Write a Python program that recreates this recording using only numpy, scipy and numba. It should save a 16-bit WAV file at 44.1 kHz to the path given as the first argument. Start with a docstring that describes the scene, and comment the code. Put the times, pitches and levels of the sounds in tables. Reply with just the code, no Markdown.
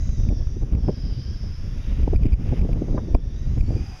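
"""Gusty wind buffets a small camera's microphone in an open field; a stunt kite sweeps overhead.
Eddies rumble, flutter, puff and thump on the microphone. Behind them air hisses, the sail swishes
and the taut kite lines whistle, their pitch following airspeed.
The camera's limiter steps down on big thumps with a tiny buzz, ducking the hiss."""
import sys
import numpy as np
from scipy import signal
from scipy.fft import rfft, irfft
from scipy.io import wavfile
from numba import njit

SR = 44100
rng = np.random.default_rng(int(sys.argv[2]) if len(sys.argv) > 2 else 0)


def generate_wav(sig):
    """Save sig (samples, or channels by samples) to the path in sys.argv[1] as 16-bit PCM at SR."""
    pcm = np.round(np.clip(np.atleast_2d(sig).T, -1, 1) * 32767).astype(np.int16)
    wavfile.write(sys.argv[1], SR, pcm)


N = 176400
TIME_S = np.arange(N) / SR
FREQ_HZ = np.maximum(np.arange(N // 2 + 1) * SR / N, 1)


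def undb(db):
    """Decibels to gain."""
    return 10 ** (np.asarray(db) / 20)


def unit(x):
    """Scale to rms 1."""
    return x / np.sqrt(np.mean(x ** 2))


def curve(rows, column=1):
    """One column of a time table, at every sample."""
    rows = np.array(rows)
    return np.interp(TIME_S, rows[:, 0], rows[:, column])


def bell(at_s, half_s):
    """Gaussian pulse: 1 at its centre, 1/e a half length away."""
    return np.exp(-((TIME_S - at_s) / half_s) ** 2)


def colour(points):
    """Gain per frequency from (Hz, dB) points."""
    hz, db = np.array(points).T
    return undb(np.interp(np.log(FREQ_HZ), np.log(hz), db))


def noise(gain):
    """Noise of rms 1, shaped by a gain per frequency."""
    return unit(irfft(rfft(rng.standard_normal(N)) * gain, N))


def walk(rate_hz):
    """Smooth random drift of rms 1."""
    return noise(np.exp(-(FREQ_HZ / rate_hz) ** 2))


# Air hiss spectrum (frequency [Hz], relative density [dB])
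RUSH_SPECTRUM = [(200, 5), (700, -1.5), (1200, 2.5), (2700, 1), (3800, -3), (5500, 2), (6500, 1),
                 (8000, -13), (10000, -9.5), (15000, -20.5)]
# Air hiss envelope (time [s], level [dB])
RUSH_LEVELS = [(0, -54), (.4, -57), (.7, -57), (1.0, -54.5), (1.4, -54), (1.9, -50.5), (2.3, -53),
               (2.55, -49.5), (2.8, -53.5), (3.25, -58.5), (3.6, -52.5), (3.9, -50)]


def air_rush():
    """Broad hiss of air over sail and field, swelling as the kite dives past."""
    return noise(colour(RUSH_SPECTRUM)) * undb(curve(RUSH_LEVELS))


# Sail swishes (time [s], level [dB], half length [s])
SAIL_SWISHES = [(1.967, -55.5, 0.19), (2.27, -50.5, 0.046), (2.538, -51.5, 0.097)]


def sail(centre_hz=2530, half_width_hz=920):
    """Air swishes softly over the sail as it dives and turns."""
    swell = sum(undb(db) * bell(at_s, half_s) for at_s, db, half_s in SAIL_SWISHES)
    return swell * noise(1 / (1 + ((FREQ_HZ - centre_hz) / half_width_hz) ** 2))


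def aeolian_tone(phase, width_hz, skirt_db=1, flicker_db=1.1):
    """Vortex tone: a narrow core in a skirt smeared by airspeed varying along the line."""
    core, skirt = (np.exp(-(FREQ_HZ / (share * width_hz)) ** 2 / 2) for share in (.3, 1.3))
    tone = sum((noise(core) + undb(skirt_db) * noise(skirt)) * wave(phase) for wave in (np.cos, np.sin))
    return unit(tone) * undb(flicker_db * walk(rate_hz=12))


# Line whistle (time [s], thinnest line's pitch [Hz], its level [dB], thicker lines' gain [dB])
LINE_WHISTLE = [(0, 6400, -46.5, -57), (.2, 6050, -47.5, -58.5), (.42, 5460, -50.5, -59.5),
                (.6, 6010, -53.5, -68), (.72, 5870, -64, -77), (.82, 5430, -53.5, -65.5),
                (.97, 5080, -49, -60), (1.13, 4874, -47.5, -60), (1.28, 5036, -46, -59),
                (1.58, 5220, -53, -68), (1.85, 5845, -60.5, -58), (2.35, 6835, -65, -72),
                (2.92, 6187, -58, -63), (3.1, 5758, -56, -62), (3.19, 5530, -60, -63),
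                (3.42, 6080, -55.5, -60), (3.58, 6680, -57.5, -58.5), (3.68, 7300, -56, -54),
                (3.8, 7824, -63, -53.5), (4.0, 7970, -53, -52)]
# Thicker lines and spars (pitch re thinnest line [ratio], nominal half width [Hz], relative level [dB])
THICK_TONES = [(.775, 420, -4), (.626, 190, -2), (.315, 64, -7.5), (.098, 100, -3.5)]


def kite_lines(wobble_share=.011):
    """Taut lines whistle and glide together with airspeed; the thicker, the lower."""
    pitch_hz = curve(LINE_WHISTLE) * (1 + wobble_share * walk(rate_hz=15))
    phase = 2 * np.pi * np.cumsum(pitch_hz) / SR
    thin = aeolian_tone(phase, width_hz=580)
    thick = sum(undb(db) * aeolian_tone(ratio * phase, width_hz) for ratio, width_hz, db in THICK_TONES)
    return thin * undb(curve(LINE_WHISTLE, column=2)) + thick * undb(curve(LINE_WHISTLE, column=3))


# Turbulent puffs (time [s], body level before sputter [dB], decay [s], upper edge [Hz])
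PORT_PUFFS = [(.307, -19, 0.0042, 744), (0.567, -26, 0.013, 447), (.886, -16, .012, 850),
              (2.077, -19, 0.006, 690.5), (2.136, -24.5, 0.0083, 670), (2.255, -9, 0.0092, 413),
              (2.526, -21, .013, 700), (2.649, -23.5, .014, 652), (2.692, -26, 0.018, 692),
              (2.763, -21.5, 0.0024, 712), (2.821, -23, 0.012, 625), (2.886, -26.5, 0.0082, 615),
              (2.945, -20, 0.014, 575), (2.979, -26.5, 0.0095, 1540), (3.084, -25, 0.022, 562),
              (3.15, -11.5, .0055, 940), (3.707, -23.5, 0.023, 650), (3.758, -27, 0.049, 457)]


def puffs(attack_s=.004, tilt=.59, crack_db=-1, crack_speed=1.9, sputter_db=3.5):
    """Turbulence flares and sputters at the port; the bright crack dies before the dull body."""
    out = np.zeros(N)
    for at_s, db, decay_s, edge_hz in PORT_PUFFS:
        low_hz, body_hz = .15 * edge_hz, .67 * edge_hz
        rolloff = np.sqrt((1 + (low_hz / FREQ_HZ) ** 6) * (1 + (FREQ_HZ / edge_hz) ** 10))
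        band = FREQ_HZ ** -tilt / rolloff
        envelope = np.exp(-np.maximum((at_s - TIME_S) / attack_s, (TIME_S - at_s) / decay_s))
        body = envelope * noise(band / np.sqrt(1 + (FREQ_HZ / body_hz) ** 10))
        crack = undb(crack_db) * envelope ** crack_speed * noise(band)
        out += undb(db) * (body + crack)
    return out * unit(undb(sputter_db * walk(rate_hz=115)))


# Big eddies (time [s], pressure [full scale; + push, - pull], half length [s])
EDDY_THUMPS = [(0.2371, 0.29, 0.0024), (0.2529, -0.31, 0.0028), (0.2906, 0.52, 0.002), (0.473, .26, 0.0031),
               (.727, -0.27, 0.0036), (.738, 0.26, 0.0031), (0.752, 0.48, 0.0017), (.880, -0.3, 0.0011),
               (1.929, .24, .004), (2.036, -0.55, .0036), (2.041, .36, 0.0047), (2.163, 0.82, .0033),
               (2.258, -.64, 0.0022), (2.267, -0.82, .0026), (2.326, .52, 0.0041), (2.334, -0.97, .003),
               (2.341, 1.2, 0.0033), (2.493, .36, 0.0023), (2.597, -.46, 0.0032), (2.617, 0.59, .0026),
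               (2.734, -.34, .0044), (3.15, 1.2, .0034), (3.612, 0.65, 0.0033)]


def thumps(rebound_share=.31):
    """Each big eddy pushes or pulls the diaphragm, which then swings back."""
    out = np.zeros(N)
    for at_s, pressure, half_s in EDDY_THUMPS:
        rebound = rebound_share * bell(at_s + 3.1 * half_s, 1.4 * half_s)
        out += pressure * (bell(at_s, half_s) - rebound)
    return out


# Rumble spectrum (frequency [Hz], relative density [dB])
RUMBLE_SPECTRUM = [(12, -7.5), (24, 0), (42, -2.5), (70, -4), (120, -10), (200, -23.5), (400, -45.5),
                   (1000, -67), (5000, -120)]
# Flutter spectrum (frequency [Hz], relative density [dB])
FLUTTER_SPECTRUM = [(50, -8), (120, 0), (210, 1.5), (420, -11), (700, -22), (1200, -33.5), (8000, -99)]
# Gusts, before trim (time [s], rumble level [dB], flutter level [dB])
GUST_LEVELS = [(0, -20.5, -45.5), (.1, -21.5, -43), (.3, -24.5, -33), (.55, -29, -44), (.75, -26, -31.5),
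               (1.08, -25.5, -38.5), (1.35, -28.5, -43.5), (1.65, -25.5, -43.5), (1.88, -28, -40),
               (2.05, -17.5, -30), (2.6, -22, -31.5), (3.0, -25, -30.5), (3.25, -27.5, -40.5),
               (3.44, -31.5, -46), (3.58, -17, -33), (3.76, -25, -37), (3.88, -28.5, -47),
               (4.0, -42.5, -58)]
# Brief lulls in the buffeting (time [s])
LULL_TIMES_S = [0.157, 0.961, 1.239, 1.385, 1.566, 1.828, 3.871, 3.97]


def buffeting(rumble_trim_db=.72, flutter_trim_db=-.5, rumble_spread_db=2.2, flutter_spread_db=3.4):
    """Wind on the microphone: deep rumble and patchy flutter of small eddies, following the gusts."""
    eddies = walk(rate_hz=28)
    rumble = unit(noise(colour(RUMBLE_SPECTRUM)) * undb(rumble_spread_db * eddies))
    rumble *= undb(curve(GUST_LEVELS) + rumble_trim_db)
    swept = np.max([bell(at_s, half_s=.011) for at_s, _, _ in EDDY_THUMPS], axis=0)
    rumble *= 1 - .7 * swept  # big eddies sweep the rumble aside
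    flutter = unit(noise(colour(FLUTTER_SPECTRUM)) * undb(flutter_spread_db * eddies))
    flutter *= undb(curve(GUST_LEVELS, column=2) + flutter_trim_db)
    lull_db = -10.5 * sum(bell(at_s, half_s=.014) for at_s in LULL_TIMES_S)
    return undb(lull_db) * (rumble + flutter)


def scene():
    """Wind on the microphone in front, the kite behind it; mono."""
    return (buffeting() + thumps() + puffs() + kite_lines() + sail() + air_rush())[None]


@njit
def limiter(x, limit_db, step_db, clock_hz, recover_s):
    """Gain steps down at each clock tick that finds the output too loud, and creeps back."""
    limit, period = 10 ** (limit_db / 20), SR / clock_hz
    y, cut_db, clock = np.empty(len(x)), 0., 0.
    for i in range(len(x)):
        y[i] = x[i] * 10 ** (-cut_db / 20)
        clock += 1
        if clock >= period:
            clock -= period
            if abs(y[i]) > limit:
                cut_db += step_db
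        cut_db -= cut_db / (recover_s * SR)
    return y


# Camera response (frequency [Hz], gain [dB])
CAMERA_RESPONSE = [(3, -35), (16, 3.5), (5000, -0.5), (6200, -6.5), (7200, -9), (9500, -5.5), (15500, -6)]
# Dips in that response (frequency [Hz], nominal half width [Hz])
CAMERA_NOTCHES = [(4230, 327), (7950, 720), (8750, 330), (12680, 240)]


def record(dry):
    """Camera: stepping limiter, notched response, steep top cut."""
    limited = limiter(dry[0], limit_db=-12.5, step_db=.75, clock_hz=2405, recover_s=.04)
    response = colour(CAMERA_RESPONSE)
    for hz, width_hz in CAMERA_NOTCHES:
        response *= (1 - 1 / (1 + ((FREQ_HZ - hz) / width_hz) ** 2)) ** .53
    heard = irfft(rfft(limited) * response, N)
    top_cut = signal.ellip(8, .2, 70, 15600, fs=SR, output="sos")
    return signal.sosfilt(top_cut, heard)[None]


dry = scene()
out = record(dry)
generate_wav(out)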